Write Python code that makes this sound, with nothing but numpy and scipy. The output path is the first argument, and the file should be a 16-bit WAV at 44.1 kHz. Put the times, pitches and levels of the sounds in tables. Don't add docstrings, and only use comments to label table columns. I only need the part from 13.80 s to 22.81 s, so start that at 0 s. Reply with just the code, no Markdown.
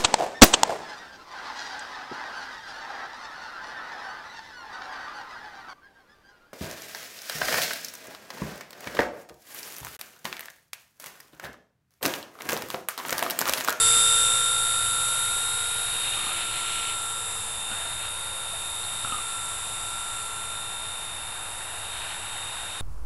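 import sys
import numpy as np
from scipy import signal
from scipy.fft import rfft, irfft, next_fast_len
from scipy.io import wavfile
from scipy.ndimage import uniform_filter1d, map_coordinates

SR = 44100
rng = np.random.default_rng(int(sys.argv[2]) if len(sys.argv) > 2 else 0)


def level_to_linear(level):
    exponent = np.asarray(level, float) / 20
    return 10 ** exponent


def unload_audio(sound):
    columns = np.transpose(np.atleast_2d(sound))
    steps = np.round(np.clip(columns, -1, 1) * 32767)
    wavfile.write(sys.argv[1], SR, steps.astype(np.int16))


N = 397341
GEAR_TEETH = 64

# f/Hz, level per Hz/dB
HISS_SPECTRUM = [(3000, -32), (3800, -8), (4600, -13), (5150, -40), (5550, -14.5), (6300, -29), (6850, -9),
                 (7700, -0.5), (8400, -7.5), (9100, 0.5), (9600, -1), (10500, 1), (11000, -1.5),
                 (11100, -22)]
# t/s, tooth mesh f/Hz
MESH_SPEED = [(0, 3628), (.25, 3650), (.45, 3651), (.87, 3679), (1.15, 3676), (2.0, 3732), (2.6, 3667),
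              (2.95, 3648), (3.9, 3648), (4.33, 3691), (4.75, 3655), (5.1, 3669), (5.7, 3630), (6.25, 3647),
              (7.0, 3662), (7.25, 3659), (8.07, 3686), (9.01, 3677)]
# t/s, distance/m
FLIGHT_PATH = [(0, 1), (.1, 0.94), (.43, 1.17), (.8, 1.64), (1.43, 1.89), (2.66, 2.96), (3.5, 3.56),
               (4.5, 4.32), (5.6, 3.8), (6.4, 4.36), (7.5, 5.76), (7.85, 6.2), (9.01, 6.9)]
# t/s, level/dB
FLANK_TURN = [(0, -2.5), (1.4, -3.5), (2.66, -1.5), (2.95, 1.5), (3.6, 1), (3.75, -2.5), (4.7, -3.5),
              (5.2, 1), (6.42, 1.5), (6.52, -2), (7.5, -4), (7.85, -1.5), (9.01, 0.5)]


def evened(x):
    return x / np.sqrt(np.mean(x ** 2) + 1e-20)


def spectrum_at(points, hz):
    f, value = np.transpose(points)
    return np.interp(np.log(hz + 1), np.log(f + 1), value)


def follow(curve, t):
    s, value = np.transpose(curve)
    return np.interp(t, s, value)


def bump(t, centre, half):
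    return np.exp(-((t - centre) / half) ** 2)


def noise(spectrum, patchy_db, size=1024, moving_db=None):
    frames = 4 * N // size + 5
    hz = np.fft.rfftfreq(size, 1 / SR)
    a, b, patches = rng.standard_normal((frames, len(hz), 3)).T
    patches = uniform_filter1d(patches, size=10, axis=0)
    patches = evened(uniform_filter1d(patches, size=14, axis=1))
    z = (a + 1j * b) * level_to_linear(spectrum_at(spectrum, hz)[:, None] + patchy_db * patches)
    x = signal.istft(z, nperseg=size, noverlap=3 * size // 4)[1][:N]
    if moving_db is None:
        return evened(x)
    frame_t = np.arange(frames) * size / 4 / SR
    z *= level_to_linear(moving_db(frame_t, hz).T) / x.std()
    return signal.istft(z, nperseg=size, noverlap=3 * size // 4)[1][:N]


def by_turn(table, rows, turns):
    return map_coordinates(table, [rows, turns % 1 * table.shape[1]], order=1, mode="grid-wrap")


def gear_db(t):
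    return -24 - 20 * np.log10(follow(FLIGHT_PATH, t))


def heading_db(t, hz):
    # f/Hz, half width/Hz, share of the flank swing, extra level at 1 m/dB, extra level far away/dB
    ring_bands = [
        (7900, 590, 0.88, 7, 1.4),
        (5470, 760, 0.88, 7, 3.5),
    ]
    yaw_db = follow(FLANK_TURN, t)
    close = bump(follow(FLIGHT_PATH, t), 0.91, 0.96)
    level_db = gear_db(t)[:, None]
    for centre_hz, width, share, close_db, far_db in ring_bands:
        band = np.exp(-((hz - centre_hz) / width) ** 4)
        level_db = level_db + band * (share * yaw_db + close_db * close + far_db)[:, None]
    return level_db


def load_db(turns, blade_db=0.07, motor_db=0.5, blade_place=0.069, motor_place=0.1):
    blade = blade_db * np.cos(4 * np.pi * (turns - blade_place))
    motor = motor_db * np.cos(16 * np.pi * (turns - motor_place))
    return blade + motor


def sag_hz(t):
    # t/s, half length/s, mesh shift f/Hz
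    pulls = [
        (3.68, .12, -23),
        (5.42, .1, -7),
        (6.52, .12, -20),
        (8.36, .09, -7),
        (8.78, .13, -11),
    ]
    return sum(hz * bump(t, s, half) for s, half, hz in pulls)


def mesh_rate():
    t = np.arange(N) / SR
    steady = uniform_filter1d(follow(MESH_SPEED, t), size=round(0.12 * SR), mode="nearest")
    return steady + sag_hz(t)


def far_yard():
    # f/Hz, level per Hz/dB
    yard_spectrum = [(15, -0.5), (60, -2), (90, -1.5), (102, 5.5), (116, -5.5), (140, -8), (260, -14),
                     (500, -11), (900, -0.5), (1400, -5.5), (2200, -10), (2750, -5), (3200, -17),
                     (11000, -25)]
    return level_to_linear(-41.5) * noise(yard_spectrum, patchy_db=0.26, size=4096)


def buckle(thump_hz=260, tick_hz=2900):
    # t/s, peak level/dB, ring f/Hz, T60/s, thump level/dB
    knocks = [(0.169, -31, 1247, 0.061, -1), (2.373, -31, 1212, 0.053, -24), (2.392, -31, 1230, .04, -17),
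              (2.411, -32, 1200, .05, -18), (2.44, -35, 1250, .05, -18), (2.468, -29, 1216, .05, -7),
              (2.489, -31, 1270, .05, -18), (2.518, -27, 1330, .03, -19), (3.915, -29, 1452, .05, -3),
              (3.929, -32, 1460, .04, -3), (4.054, -37, 1410, 0.059, -14), (4.735, -37, 677, 0.13, -20),
              (5.04, -32, 4200, 0.031, -22), (5.248, -21.5, 1360, 0.032, -13),
              (5.275, -28, 1280, 0.043, -19), (5.323, -23, 1270, 0.085, -6), (5.344, -24, 1254, 0.056, -27),
              (5.363, -31, 1230, 0.082, -18), (5.386, -28.5, 1202, 0.048, -14),
              (5.26, -30, 1391, 0.033, -21), (5.298, -28, 1350, .05, -16)]
    out = np.zeros(N + SR)
    t = np.arange(SR // 5) / SR
    for s, db, hz, t60, thump_db in knocks:
        ring = level_to_linear(-60 * t / t60) * np.sin(2 * np.pi * hz * t * (1 - 0.53 * t))
        tick = level_to_linear(thump_db + 7 - 60 * t / .005) * np.sin(2 * np.pi * tick_hz * t)
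        thump = level_to_linear(thump_db - 4 - 60 * t / .03) * np.sin(2 * np.pi * thump_hz * t)
        out[round(s * SR):][:len(t)] -= level_to_linear(db) * (ring + tick + thump)
    return out[:N]


def jacket(crackle_db=2.1):
    rubs = [
        (2.28, 0.5, 2.62, -37.5, -8.5),
        (2.8, 0.3, 3.11, -35.5, -27),
        (3.92, 0.049, 4.13, -47.5, 3.5),
        (4.25, 0.1, 4.26, -42, -3),
        (5.23, 0.054, 5.46, -48, -15),
        (7.9, 1, 8.05, -54.5, 9),
        (8.15, 0.093, 8.34, -42, -3.5),
        (8.45, 0.35, 9.6, -45.5, -0.5),
        (8.802, .25, 6.7, -42.5, -3),
    ]
    # f/Hz, level per Hz/dB
    cloth = [(600, -20), (1400, -12), (2000, -3.5), (2750, 5), (3400, -0.5), (4200, 0), (5000, -30),
             (6500, -16)]
    # f/Hz, level per Hz/dB
    scuff = [(300, -75), (700, 6.5), (1000, -2.5), (1500, 6), (1900, 3), (2500, -27)]
    rise_db, fall_db_per_s = 10, 220
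    t, bright, dull = np.arange(N) / SR, np.zeros(N), np.zeros(N)
    for full, rise, end, db, dull_db in rubs:
        growth_db = rise_db * np.maximum(full - t, 0) / rise
        decay_db = fall_db_per_s * np.maximum(t - end, 0)
        stroke = level_to_linear(db - growth_db - decay_db)
        bright = np.hypot(bright, stroke)
        dull = np.hypot(dull, stroke * level_to_linear(dull_db))
    grain_db = crackle_db * evened(uniform_filter1d(rng.standard_normal(N), size=150))
    bright_rub = bright * noise(cloth, patchy_db=-0.5, size=256)
    dull_rub = dull * noise(scuff, patchy_db=1.0, size=512)
    return evened(level_to_linear(grain_db)) * (bright_rub + dull_rub)


def main_blades(turns, swish_db=-10.5, beat_db=1.5):
    # f/Hz, level per Hz/dB
    swish_spectrum = [(40, -5), (110, -2), (300, -17.5), (600, -8), (1350, 0.5), (1900, -1), (2750, 0),
                      (3250, -1), (3700, 3), (4600, -16)]
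    # t/s, half length/s, level/dB
    tilts = [
        (0, 0.26, -57),
        (2.602, .48, -58.5),
    ]
    t = np.arange(N) / SR
    swish = noise(swish_spectrum, patchy_db=1.0) * level_to_linear(beat_db * np.cos(4 * np.pi * (turns - .2)))
    tilt = level_to_linear(-78) + sum(level_to_linear(db) * bump(t, s, half) for s, half, db in tilts)
    sixth = np.sqrt(2) * tilt * np.sin(12 * np.pi * turns)
    return level_to_linear(gear_db(t) + swish_db) * swish + sixth


def tail_rotor():
    # t/s, half length/s, shift f/Hz, lift level/dB
    kicks = [
        (0.348, 0.22, 28, 6.5),
        (0.723, .2, -14, 8.5),
        (1.198, 0.32, -16, 5.5),
        (2.594, .25, 16, 8),
        (4.493, .22, 7.5, 11),
        (4.951, .28, 36, 5.5),
    ]
    t = np.arange(N) / SR
    hz = 515.4 + sum(shift * bump(t, s, half) for s, half, shift, _ in kicks)
    db = gear_db(t) - 32 + sum(lift_db * bump(t, s, half) for s, half, _, lift_db in kicks)
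    waver_hz = 5.36 * evened(uniform_filter1d(rng.standard_normal(N), size=1500))
    return level_to_linear(db) * np.sqrt(2) * np.sin(2 * np.pi * np.cumsum(hz + waver_hz) / SR)


def gear_hiss(turns, hiss_db=-5.0, rattle_db=0.0):
    rattle = evened(uniform_filter1d(rng.standard_normal(N), size=40))
    hiss = noise(HISS_SPECTRUM, patchy_db=1.0, moving_db=heading_db)
    return hiss * level_to_linear(hiss_db + load_db(turns) + rattle_db * rattle)


def whine(turns, comb_db=2.5, other_db=6.5, spread_db=2.5, fade_db=2.5):
    # rotor order, level/dB
    motor_orders = [(8, -29.9), (16, -30.8), (32, -26.7), (40, -33.2), (48, -25.5), (56, -33.5),
                    (72, -26.4), (80, -28.5), (88, -31.3), (96, -36.5), (104, -35.5), (112, -33.6),
                    (120, -24.2), (128, -20.0), (136, -17.7), (144, -24.3), (152, -19.2), (160, -23.8),
                    (168, -28.6), (176, -21.3), (184, -21.2), (192, -24.2), (200, -31.8)]
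    # rotor order, level/dB
    tooth_orders = [(83, -35.4), (85, -36.0), (115, -36.9), (119, -32.6), (121, -30.8), (122, -25.9),
                    (127, -26.2), (129, -25.5), (130, -23.7), (131, -21.5), (133, -23.9), (135, -17.5),
                    (139, -24.3), (151, -28.0), (154, -25.7), (155, -28.0), (156, -26.9), (157, -23.2),
                    (158, -25.8), (161, -17.2), (163, -23.6), (166, -24.6), (170, -24.2), (172, -23.3),
                    (173, -21.2), (175, -18.3), (179, -18.9), (181, -20.8), (183, -20.7), (186, -19.6)]
    # rotor order, level/dB
    shaft_orders = [(2, -28), (8, -30), (9, -35.5), (10, -43), (16, -54), (32, -50), (40, -50), (48, -25),
                    (56, -29), (72, -27), (85, -40), (88, -33.5)]
    # side order, level re mesh tone/dB, place/turns
    mesh_sides = [(-2, -15.5, .16), (-1, -13, -.09), (1, -11.5, .22), (2, -11, -.25), (3, -16, .37),
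                  (4, -23, -.1)]
    # side order, level re tone/dB, place/turns
    commutator_sides = [(-1, -14, -.08), (1, -19, .07), (2, -19, -.3)]
    # t/s, commutator level re hiss/dB
    motor_side = [(0, -7.5), (.8, -4.5), (1.4, -5.5), (2.0, -7.5), (2.25, -15.5), (2.62, -7), (3.1, -3.5),
                  (3.38, -6), (3.65, -14.5), (4.1, -12), (4.4, -8.5), (5.12, -12.5), (5.58, -3.5),
                  (5.88, -10.5), (6.15, -3.5), (6.55, -4), (7.35, -11.5), (9.01, -13)]
    # t/s, mesh level re hiss/dB
    wheel_side = [(0, -5), (.25, -1), (1.12, -4), (2.0, -4), (2.27, -1), (2.62, -5.5), (3.2, -5),
                  (3.5, -5.5), (3.8, -2), (5.3, -3), (5.72, -7), (6.55, -4), (7.1, -1.5), (7.95, -6),
                  (8.15, -1), (8.4, -5), (8.6, 0.5), (9.01, -0.5)]
    commutator, table_size, rows_per_s = 24, 8192, 16
    t = np.arange(0, N / SR + .2, 1 / rows_per_s)
    orders = np.arange(table_size // 2 + 1)
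    hz = orders * follow(MESH_SPEED, t).mean() / GEAR_TEETH
    wheel_db = follow(wheel_side, t) + 0.13 * sag_hz(t)
    motor_db = follow(motor_side, t)
    level_db = spectrum_at(HISS_SPECTRUM, hz) - 33 + other_db + spread_db * rng.standard_normal(len(hz))
    level_db[(hz < 3000) | (hz > SR / 4)] = -120
    for order, db in motor_orders + tooth_orders + shaft_orders:
        level_db[int(order)] = db

    teeth = np.zeros(table_size)
    at = (np.arange(GEAR_TEETH) + rng.random(GEAR_TEETH)) / GEAR_TEETH
    force_db = 2.1 * rng.exponential(1, GEAR_TEETH) + 0.82 * load_db(at)
    teeth[(at * table_size).astype(int)] = level_to_linear(force_db) * rng.choice([-1, 1], GEAR_TEETH)
    phase = np.exp(1j * np.angle(rfft(teeth)))

    fading = evened(uniform_filter1d(rng.standard_normal((len(t), 256)), size=9, axis=0))
    fading = np.pad(fading, ((0, 0), (0, len(hz) - 256)))
    z = level_to_linear(level_db + heading_db(t, hz) + comb_db + fade_db * fading) * phase

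    forward_db = 0.62 * (-2.5 - wheel_db) + 0.95 * follow(FLANK_TURN, t)
    hidden_db = -4.5 - motor_db
    tones = ((GEAR_TEETH, gear_db(t) + wheel_db, mesh_sides),
             (commutator, gear_db(t) + motor_db, commutator_sides))
    for centre, db, sides in tones:
        z[:, centre] = level_to_linear(db)
        for side, side_db, place in sides:
            side = int(side)
            level_wander = fading[:, centre + side]
            place_wander = fading[:, 200 + centre // 2 + side]
            if centre == GEAR_TEETH:
                upper_db = np.clip(side, 0, 2) / 2 * forward_db
            else:
                upper_db = (0.39 + 0.13 * side) * hidden_db
            angle = np.exp(2j * np.pi * (place + 0.061 * place_wander))
            z[:, centre + side] = level_to_linear(db + side_db + upper_db + 2.2 * level_wander) * angle
    shapes = irfft(z) * table_size / np.sqrt(2)
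    return by_turn(shapes, np.arange(N) / SR * rows_per_s, turns)


def scene():
    turns = np.cumsum(mesh_rate()) / SR / GEAR_TEETH
    worn = buckle() + jacket()
    craft = main_blades(turns) + tail_rotor() + gear_hiss(turns) + whine(turns)
    return (far_yard() + worn + craft)[None]


def roll_off(x):
    return signal.sosfilt(signal.butter(12, 12500, fs=SR, output="sos"), x)


def record(dry):
    # f/Hz, level/dB
    smoothing = [(9500, 0.5), (10700, 2), (11025, 2), (11400, -5.5), (12000, -22.5), (12250, -23),
                 (12340, -36), (12360, -90)]
    doubled = 2 * dry * (np.arange(N) % 2 == 0)
    size = next_fast_len(N)
    gain = level_to_linear(spectrum_at(smoothing, np.fft.rfftfreq(size, 1 / SR)))
    smooth = irfft(rfft(doubled, size) * gain, size)[:, :N]
    return roll_off(smooth - .005)


dry = scene()
out = record(dry)
unload_audio(out)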